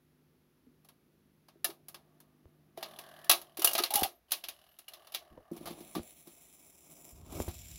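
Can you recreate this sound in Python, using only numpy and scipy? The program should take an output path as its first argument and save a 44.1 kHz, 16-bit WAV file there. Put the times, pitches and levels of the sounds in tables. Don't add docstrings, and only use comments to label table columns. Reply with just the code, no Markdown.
import sys
import numpy as np
from scipy import signal
from scipy.fft import rfft, irfft, next_fast_len
from scipy.io import wavfile

SR = 44100
rng = np.random.default_rng(int(sys.argv[2]) if len(sys.argv) > 2 else 0)


def dump_mix(stems):
    frames = np.atleast_2d(stems).T
    limited = np.clip(frames, -1, 1)
    pcm = np.round(limited * 32767).astype(np.int16)
    wavfile.write(sys.argv[1], SR, pcm)


N = 343098
TIME = np.arange(N) / SR
FFT_SIZE = next_fast_len(N)
LOG_HZ = np.log(np.maximum(np.arange(FFT_SIZE // 2 + 1) * SR / FFT_SIZE, 1))

# start_s, clank_db, tick_above_clank_db
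LEVER_BLOWS = [(0.847, -68.5, 13), (0.8871, -60, 8.5), (1.484, -58.5, 1.5), (1.6439, -32, 12.5),
               (1.6996, -50, 2), (1.8833, -55, 17), (1.944, -48.5, 5.5), (2.2019, -64.5, 14),
               (2.7743, -52.5, 6), (2.827, -36.5, 0.5), (2.9876, -46, 7.5), (3.2434, -55, 11.5),
               (3.295, -19, 10), (3.3125, -21, 8), (3.3319, -35.5, 1), (3.4147, -52, 10), (4.308, -47, 8),
               (4.3183, -29.5, 11), (4.3332, -36, 3.5), (4.4385, -39.5, 3), (4.4851, -39, 7),
               (4.7873, -55, 13), (4.8824, -50.5, 9.5), (4.935, -48.5, 5.5), (5.07, -56.5, 5.5),
               (5.1205, -53.5, 8), (5.1405, -43, 0), (5.1465, -32.5, 3)]
# start_s, clank_db, tick_above_clank_db, extra_knock_db
RECORD_BLOWS = [(3.5708, -45, 11.5, -3), (3.5937, -42.5, 11.5, -3.5), (3.6185, -38.5, 14, 4),
                (3.6445, -27, 18, 1.5), (3.6722, -33.5, 15, 1), (3.7324, -41.5, 18.5, 1),
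                (3.7509, -28.5, 3, 1), (3.7793, -33, 10, 1), (3.7865, -28.5, 2, 1),
                (3.8362, -30, 6.5, -3.5), (3.8585, -37.5, -1, -13), (3.905, -38, 10, -2),
                (3.938, -33, 13, 3), (3.9555, -30.5, 15.5, -1.5), (3.9913, -46, 17, -2),
                (4.0317, -27.5, 8.5, 1.5)]
# start_s, end_s
WOBBLES = [(3.69, 3.72), (3.80, 3.82), (3.975, 4.02)]
CHATTER_GAP_S = 0.02
CHATTER_DB, CHATTER_TICK_DB, CHATTER_SCATTER_DB = -41, 9.5, -2.5
KNOCK_GROWTH = 0.81
LEVER_KNOCK_DB, RECORD_KNOCK_DB = -11, -6.5
KNOCK_NEARNESS = 0.57
# centre_hz, gain_db, crack_t60_s (before stretch), linger_db, linger_t60_s
REGISTERS = [(330, -10.5, 0.21, -9, 0.41), (860, -2, 0.067, -5.5, .2), (3840, -1, 0.093, -9, 0.17),
             (11400, -3, 0.05, -14, 0.18)]
# frequency_hz, density_db (per Hz)
CLATTER_SPECTRUM = [(200, -26), (350, -14), (490, -10), (745, 3.5), (1000, -5.5), (1200, 0.5), (1450, -8),
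                    (2300, -5.5), (4000, -4), (6000, -10), (8400, -22), (10300, -9.5), (15800, -16.5)]
CRACK_ATTACK_S = 0.0014
BODY_LIMIT_DB = -34.5
# frequency_hz, level_db, t60_s
DECK_MODES = [(350, -15.5, 0.26), (608.4, -10, 0.09), (740, -8.5, 0.071), (1108, -9.5, 0.16),
              (1247, -9, 0.12), (1634, -8.5, 0.1), (2770, -11.5, 0.12), (2830, -17, 0.067),
              (3380, -19, 0.11), (3870, -17, 0.068), (4260, -12.5, 0.046), (10620, -14, 0.071)]
# (frequency_hz, level_db)
SINGING_PARTS = [(1.647, 0.067, [(1734, -33), (5080, -33), (10430, -33)]), (2.776, 0.068, [(665, -33.5)]),
                 (3.298, 0.14, [(723, -25.5), (805, -33.5), (1122, -25.5), (2696, -31), (3443, -24),
                 (3893, -28), (3978, -21.5), (5359, -31), (10643, -27)]), (3.647, 0.039, [(676, -27.5)]),
                 (3.674, 0.077, [(2850, -21)]), (3.752, 0.056, [(660, -24)]), (3.787, 0.077, [(1250, -27)]),
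                 (3.837, 0.029, [(3850, -27), (4220, -18)]), (4.881, 0.057, [(2890, -40.5)]),
                 (5.952, .075, [(1165, -35)])]
# delay_s, level_db
CASE_ECHOES = [(.0031, -16), (.0074, -16), (0.013, -16)]
# start_s, level_db, pitch_hz
THUDS = [(0.667, -53, 240), (1.555, -56, 340), (1.69, -40.5, 342), (1.954, -59, 350), (2.776, -43, 356),
         (3.587, -34.5, 333), (3.8, -31, 358), (5.375, -43, 510)]
# pitch_multiple (ratio), level_db
PANEL_MODES = [(1, -1.5), (1.19, -4.5), (1.85, -9)]
THUD_CYCLES = 37
# start_s, knock_db, boom_db
JOLTS = [(2.456, -42.5, -54.5), (3.954, -24.5, -51), (4.022, -16, -41), (5.376, -37, -60),
         (5.994, -26, -45.5), (7.354, -41, -42), (7.4022, -14.5, -34.5), (7.48, -25, -35)]
# start_s, end_s, grind_db, rattle_db
CAM_STROKES = [(1.95, 2.763, -74.5, -87), (2.765, 3.36, -54, -60), (4.282, 4.678, -67, -66.5),
               (4.89, 5.15, -61, -67.5), (5.203, 5.904, -62.5, -88)]
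STROKE_ATTACK_S, STROKE_SAG_DB_PER_S = 0.016, 9
STROKE_RELEASE_S = 0.22
TOOTH_HZ, FIRST_TOOTH_S, TOOTH_SCATTER_DB = 39.32, 2.885, 1.5
# frequency_hz, density_db (per Hz)
GRIND_SPECTRUM = [(280, -24), (350, -2.5), (500, -12.5), (620, 5.5), (720, 3.5), (950, -11), (1170, 0.5),
                  (1400, -18.5), (1700, -8.5), (2400, -25)]
TEETH_SPECTRUM = [(1500, -5), (2400, -12.5), (2950, 0), (3300, -6), (3700, -4), (4900, -9), (8300, -22),
                  (10500, -5.5), (15500, -15)]
# time_s, pitch_hz
PAWL_PITCH = [(2.98, 3450), (3.2, 3150), (4.6, 2930)]
# start_s, end_s, from_hz, to_hz, width_hz, level_db
SLIDES = [(3.03, 3.296, 1630, 1780, 260, -64), (3.61, 3.736, 2960, 2830, 110, -48.5),
          (3.9, 3.96, 740, 910, 110, -40), (3.955, 4.071, 815, 745, 45, -34),
          (3.955, 4.017, 2830, 3050, 110, -45), (4.11, 4.195, 12170, 13500, 90, -72.5),
          (4.68, 4.771, 13500, 12380, 110, -73), (5.3, 5.432, 110, 380, 300, -61.5)]
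# start_s, bump_db, scratch_db
NEEDLE_HITS = [(5.514, -30, -71), (5.5642, -43.5, -57), (5.606, -39, -76), (5.6557, -51, -43.5),
               (5.6705, -43, -42), (5.705, -36.5, -51), (5.804, -40.5, -57.5), (5.9506, -39.5, -38),
               (5.961, -26.5, -73), (5.977, -28, -72), (6.271, -45.5, -59.5), (7.356, -48, -65),
               (7.4025, -40, -55), (7.481, -37.5, -46.5)]
# frequency_hz, level_db, t60_s
SPEAKER_MODES = [(169, -5, 0.11), (231.6, -5, 0.13), (283, -0.5, 0.053), (344, 1.5, 0.12),
                 (441, -11, 0.067), (545, -8.5, 0.043)]
LANDING_S, RUMBLE_S, FIRST_TURN_S = 5.52, 7.12, 7.32
# peak_s, level_db, rise_db_per_s, fall_db_per_s
DRAGS = [(5.68, -7, 55, 54), (7.05, -17.5, 45, 60.5), (7.389, 2.5, 120, 158)]
# time_s, level_db
HISS_LEVEL = [(5.53, -65.5), (5.66, -60.5), (6.08, -55), (6.25, -59.5), (6.87, -60), (7.06, -54),
              (7.23, -68), (7.38, -46.5), (7.56, -54)]
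# centre_hz, width_hz, landing_level_db, change_db_per_s
PICKUP_RESONANCES = [(2420, 650, -17, -2), (3600, 2540, -9.5, -4.5), (5930, 2050, -12.5, 2.5),
                     (7190, 670, -13.5, 4.5), (10130, 730, -4, -1.5), (10970, 730, -8.5, 0),
                     (13200, 1600, -15.5, 4.5), (14550, 440, -6.5, -3), (15400, 520, -11, -0.5)]
HISS_WAVER_DB = 1.0
# frequency_hz, density_db (per Hz)
SCRAPE_SPECTRUM = [(1400, -1.5), (2000, 3), (2300, 6.5), (3900, 7.5), (5400, 0)]
ROAR_SPECTRUM = [(100, -11), (160, 6), (225, 2.5), (350, 4), (520, -3), (675, 0.5), (960, -8), (1140, -8),
                 (1400, -15.5)]
RUMBLE_SPECTRUM = [(28, -29), (45, -3.5), (75, -1), (120, -12.5), (200, -16)]
MAINS_HZ = 50.4
# mains_multiple (ratio), rms_db
HUM_HARMONICS = [(3, -74), (4, -80.5), (5, -78.5), (6, -86.5), (7, -82)]
# time_s, gain_db
HUM_LEVEL = [(0, -1.5), (3.2, 1), (4.2, -13), (7.78, -19)]
# frequency_hz, density_db (per Hz)
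WHIRR_SPECTRUM = [(90, -6), (160, -3), (260, -2.5), (380, -3.5), (550, -13.5)]
FLOOR_SPECTRUM = [(30, -12), (65, 4), (130, -8), (400, -12.5), (1200, -13), (3300, -19), (6000, -23.5),
                  (8500, -31.5), (10500, -19.5), (15800, -22.5)]
FLOOR_DB = -76
CUTOFF_HZ = 15800


def contacts():
    beats = np.concatenate([np.arange(start, end, CHATTER_GAP_S) for start, end in WOBBLES])
    chatter = []
    for s, (late, force) in zip(beats, rng.standard_normal((len(beats), 2))):
        clank = CHATTER_DB + CHATTER_SCATTER_DB * force
        chatter.append((s + CHATTER_GAP_S * late / 10, clank, CHATTER_TICK_DB, 0))
    lever_blows = [(*row, 0) for row in LEVER_BLOWS]
    record_blows = list(RECORD_BLOWS) + chatter
    hits = []
    for rows, knock_db in [(lever_blows, LEVER_KNOCK_DB), (record_blows, RECORD_KNOCK_DB)]:
        for s, clank, tick_db, extra_db in rows:
            nearness_db = KNOCK_NEARNESS * curve(HUM_LEVEL, s)
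            knock = knock_db + extra_db + KNOCK_GROWTH * clank + nearness_db
            hits.append((s, clank + tick_db, clank, knock))
    return hits


def cracks(rows, snap_db, stretch):
    s, tick, clank, knock = np.transpose(rows)
    centres = np.log([row[0] for row in REGISTERS])
    age = TIME[:SR // 2]
    attack = 1 - np.exp(-(age / CRACK_ATTACK_S) ** 2)
    snap = from_db(snap_db - 60 * age / 0.025) ** 2
    register_levels = [np.minimum(knock, BODY_LIMIT_DB), knock, clank, tick]
    out = 0
    for k, (levels, row) in enumerate(zip(register_levels, REGISTERS)):
        hz, gain_db, t60, linger_db, linger_t60 = row
        crack = from_db(-60 * age / (t60 * stretch)) ** 2
        linger = from_db(linger_db - 60 * age / linger_t60) ** 2
        shape = attack * (snap + crack + linger)
        power = np.zeros(N)
        for at, level in zip((s * SR).astype(int), levels):
            power[at:at + len(age)] += from_db(level + gain_db) ** 2 * shape[:N - at]
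        register = np.interp(LOG_HZ, centres, np.arange(len(centres)) == k)
        out = out + np.sqrt(power) * noise(CLATTER_SPECTRUM, register)
    return out


def deck(hits, ring_db, scatter_db):
    s, tick, clank, knock = np.transpose(hits)
    chance = rng.standard_normal((len(s), len(DECK_MODES), 2))
    out = 0
    for k, (hz, db, t60) in enumerate(DECK_MODES):
        force = knock if hz < 2000 else clank if hz < 8000 else tick
        sizes = from_db(force + db + ring_db + scatter_db * chance[:, k, 0])
        signs = np.sign(chance[:, k, 1])
        out = out + ring(strike(s, sizes * signs), hz, t60)
    return out


def small_parts(hits, ring_db, t60, count):
    out, age = np.zeros(N), TIME[:SR // 7]
    fade = from_db(-60 * age / t60) * (1 - np.exp(-age / 0.001))
    for s, tick, clank, knock in hits:
        at = int(s * SR)
        for db, low, high in [(knock - 4, 600, 2000), (clank, 2300, 5800), (tick - 6, 9400, 15500)]:
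            hz, phase = rng.uniform(low, high, (count, 1)), rng.random((count, 1))
            modes = np.sin(2 * np.pi * (hz * age + phase)).sum(axis=0)
            out[at:at + len(age)] += from_db(db + ring_db) * fade * modes
    return out


def singing(ring_db):
    out = 0
    for s, t60, modes in SINGING_PARTS:
        for hz, db in modes:
            out = out + panel(strike([s], from_db(db + ring_db)), hz, t60)
    return out


def in_case(x):
    echoes, power = 0, 1
    for delay, db in CASE_ECHOES:
        echoes = echoes + from_db(db) * np.pad(x, (int(delay * SR), 0))[:N]
        power = power + from_db(db) ** 2
    return (x + echoes) / np.sqrt(power)


def thuds(knock_db):
    out = 0
    for s, db, pitch_hz in THUDS:
        blow = strike([s], from_db(db + knock_db))
        for k, (ratio, level) in enumerate(PANEL_MODES):
            hz = pitch_hz * ratio
            out = out + (-1) ** k * from_db(level) * panel(blow, hz, THUD_CYCLES / hz)
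    return out


def jolts(boom_db, boom_hz, boom_t60, knock_db, knock_hz, knock_t60):
    s, knock, boom = np.transpose(JOLTS)
    booms = panel(strike(s, from_db(boom + boom_db)), boom_hz, boom_t60)
    return booms + panel(strike(s, from_db(knock + knock_db)), knock_hz, knock_t60)


def gear(grind_db, rattle_db, sliding):
    grind, rattle = cam_load()
    teeth = TOOTH_HZ * (TIME - FIRST_TOOTH_S) + 0.04 * drift(5)
    force = from_db(TOOTH_SCATTER_DB * rng.standard_normal(1000))[np.floor(teeth).astype(int)]
    since_tooth_s = (teeth % 1) / TOOTH_HZ
    click = force * np.exp(-since_tooth_s / 0.008)
    grinding = from_db(grind_db) * grind * rms_one(sliding + click) * noise(GRIND_SPECTRUM)
    rattling = from_db(rattle_db) * rattle * rms_one(0.3 + click) * noise(TEETH_SPECTRUM)
    return grinding + rattling


def cam_load():
    grind, rattle = 0, 0
    for start, end, grind_db, rattle_db in CAM_STROKES:
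        sag = from_db(-STROKE_SAG_DB_PER_S * np.maximum(TIME - start, 0))
        release = np.exp(-np.maximum(TIME - end, 0) / STROKE_RELEASE_S)
        load = rise(start, STROKE_ATTACK_S) * sag * release
        grind = np.hypot(grind, from_db(grind_db) * load)
        rattle = np.hypot(rattle, from_db(rattle_db) * load)
    return grind, rattle


def pawl(level_db, width_hz):
    teeth = FIRST_TOOTH_S + np.arange(int(3 * TOOTH_HZ)) / TOOTH_HZ
    clicks = strike(teeth, from_db(2 * TOOTH_SCATTER_DB * rng.standard_normal(len(teeth))))
    rattle = cam_load()[1]
    return from_db(level_db) * rattle * gliding_ring(clicks, curve(PAWL_PITCH), width_hz)


def slides(slips_per_s, edge_s):
    out = np.zeros(N)
    for start, end, from_hz, to_hz, width_hz, db in SLIDES:
        age = TIME[:int((end - start) * SR)]
        chance = rng.random((len(age), 2))
        slips = (chance[:, 0] < slips_per_s / SR) * (chance[:, 1] - 0.5)
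        fade = np.clip(np.minimum(age, age[-1] - age) / edge_s, 0, 1)
        squeak = gliding_ring(slips, np.linspace(from_hz, to_hz, len(age)), width_hz)
        at = int(start * SR)
        out[at:at + len(age)] += from_db(db) * fade * squeak
    return out


def needle(bump_db, skid_db, tick_db, tick_growth, knock_db):
    s, bump, scratch = np.transpose(NEEDLE_HITS)
    kicks = strike(s, from_db(bump + bump_db))
    bumps = 0
    for k, (hz, level, t60) in enumerate(SPEAKER_MODES):
        bumps = bumps + (-1) ** k * from_db(level) * ring(kicks, hz, t60)
    skids = np.transpose([s, tick_db + tick_growth * scratch, scratch, knock_db + scratch])
    return bumps + from_db(skid_db) * cracks(skids, snap_db=-23, stretch=1.86)


def groove(hiss_db, crackle_db, grains_per_s, flutter_db):
    hiss = rise(LANDING_S, 0.0092) * from_db(hiss_db + curve(HISS_LEVEL))
    scrape = groove_gain(steady_db=-81, drag_db=-59.5, inner_db=-62.5, inner_s=FIRST_TURN_S)
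    roar = groove_gain(steady_db=-71.0, drag_db=-45, inner_db=-71, inner_s=FIRST_TURN_S)
    rumble = groove_gain(steady_db=-81.5, drag_db=-55.5, inner_db=-53.5, inner_s=RUMBLE_S)
    dust = rms_one(rng.laplace(size=N) * (rng.random(N) < grains_per_s / SR))
    wall = rng.standard_normal(N) + from_db(crackle_db) * dust
    surface = hiss * hiss_bands(wall) + scrape * coloured(wall, SCRAPE_SPECTRUM)
    surface = surface + roar * noise(ROAR_SPECTRUM)
    return surface * from_db(flutter_db * drift(70)) + rumble * noise(RUMBLE_SPECTRUM)


def groove_gain(steady_db, drag_db, inner_db, inner_s):
    drag = 0
    for s, db, up, down in DRAGS:
        drag = drag + from_db(db - np.maximum(up * (s - TIME), down * (TIME - s))) ** 2
    inner = from_db(inner_db) ** 2 * rise(inner_s, 0.013)
    power = from_db(steady_db) ** 2 + from_db(drag_db) ** 2 * drag + inner
    return rise(LANDING_S, 0.0081) * np.sqrt(power)


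def hiss_bands(wall):
    start = int(LANDING_S * SR)
    age, out = TIME[:N - start], np.zeros(N)
    for hz, width, db, growth in PICKUP_RESONANCES:
        edges = [hz - width / 2, hz + width / 2]
        band = signal.sosfilt(signal.butter(2, edges, "band", fs=SR, output="sos"), wall[start:])
        level_db = db + growth * age + HISS_WAVER_DB * drift(30)[start:]
        out[start:] += from_db(level_db) * rms_one(band)
    return out


def motor(whirr_db, waver_db):
    nearness = from_db(curve(HUM_LEVEL))
    out = from_db(whirr_db) * noise(WHIRR_SPECTRUM)
    for multiple, db in HUM_HARMONICS:
        phase = 2 * np.pi * (round(multiple) * MAINS_HZ * TIME + rng.random())
        out = out + np.sqrt(2) * from_db(db + waver_db * drift(5)) * np.sin(phase)
    return nearness * out


def background():
    return from_db(FLOOR_DB) * noise(FLOOR_SPECTRUM)


def strike(times, sizes):
    clicks = np.zeros(N)
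    np.add.at(clicks, (np.asarray(times) * SR).astype(int), sizes)
    return clicks


def ring(clicks, hz, t60):
    r, w = from_db(-60 / (max(t60, 0.005) * SR)), 2 * np.pi * hz / SR
    return signal.lfilter([0, np.sin(w)], [1, -2 * r * np.cos(w), r * r], clicks + 1e-18)


def panel(clicks, hz, t60):
    high_pass = signal.butter(2, 0.5 * hz, "high", fs=SR, output="sos")
    return signal.sosfilt(high_pass, ring(clicks, hz, t60))


def gliding_ring(clicks, hz, width_hz):
    turn = np.exp(2j * np.pi * np.cumsum(hz) / SR)
    pole = np.exp(-np.pi * np.sqrt(2) * width_hz / SR)
    envelope = signal.lfilter([1], np.poly([pole] * 2), clicks / turn + 1e-18)
    return rms_one((turn * envelope).imag)


def coloured(x, spectrum, window=1):
    hz, db = np.transpose(spectrum)
    beyond = np.abs(LOG_HZ - np.clip(LOG_HZ, np.log(hz[0]), np.log(hz[-1])))
    gain = from_db(np.interp(LOG_HZ, np.log(hz), db) - 40 * beyond)
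    return rms_one(irfft(rfft(x, FFT_SIZE) * gain * window, FFT_SIZE)[:N])


def noise(spectrum, window=1):
    return coloured(rng.standard_normal(N), spectrum, window)


def drift(rate):
    return np.interp(TIME * rate, np.arange(4000), rng.standard_normal(4000))


def curve(rows, s=TIME):
    return np.interp(s, *np.transpose(rows))


def rise(start, length):
    return np.clip((TIME - start) / length, 0, 1)


def from_db(db):
    return 10 ** (np.asarray(db) / 20)


def rms_one(x):
    return x / np.sqrt(np.mean(x ** 2) + 1e-20)


def scene():
    hits = contacts()
    levers = in_case(cracks(hits, snap_db=-4.5, stretch=0.86)) + deck(hits, ring_db=-2.0, scatter_db=1)
    levers = levers + small_parts(hits, ring_db=-7, t60=0.054, count=4) + singing(ring_db=-1.5)
    case = thuds(knock_db=0.5)
    case = case + jolts(boom_db=9, boom_hz=85.3, boom_t60=0.063, knock_db=4, knock_hz=325, knock_t60=0.0024)
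    drive = gear(grind_db=-1.5, rattle_db=0, sliding=1.0) + pawl(level_db=-10.5, width_hz=260)
    drive = drive + slides(slips_per_s=900, edge_s=0.013)
    landing = needle(bump_db=-4.0, skid_db=-4, tick_db=-16.5, tick_growth=0.49, knock_db=2)
    playing = in_case(groove(hiss_db=-1.0, crackle_db=-1, grains_per_s=770, flutter_db=2.5))
    hum = motor(whirr_db=-73, waver_db=3.5)
    return (levers + case + drive + landing + playing + hum + background())[None]


def record(dry):
    return signal.sosfilt(signal.ellip(10, 0.3, 70, CUTOFF_HZ, fs=SR, output="sos"), dry)


dry = scene()
out = record(dry)
dump_mix(out)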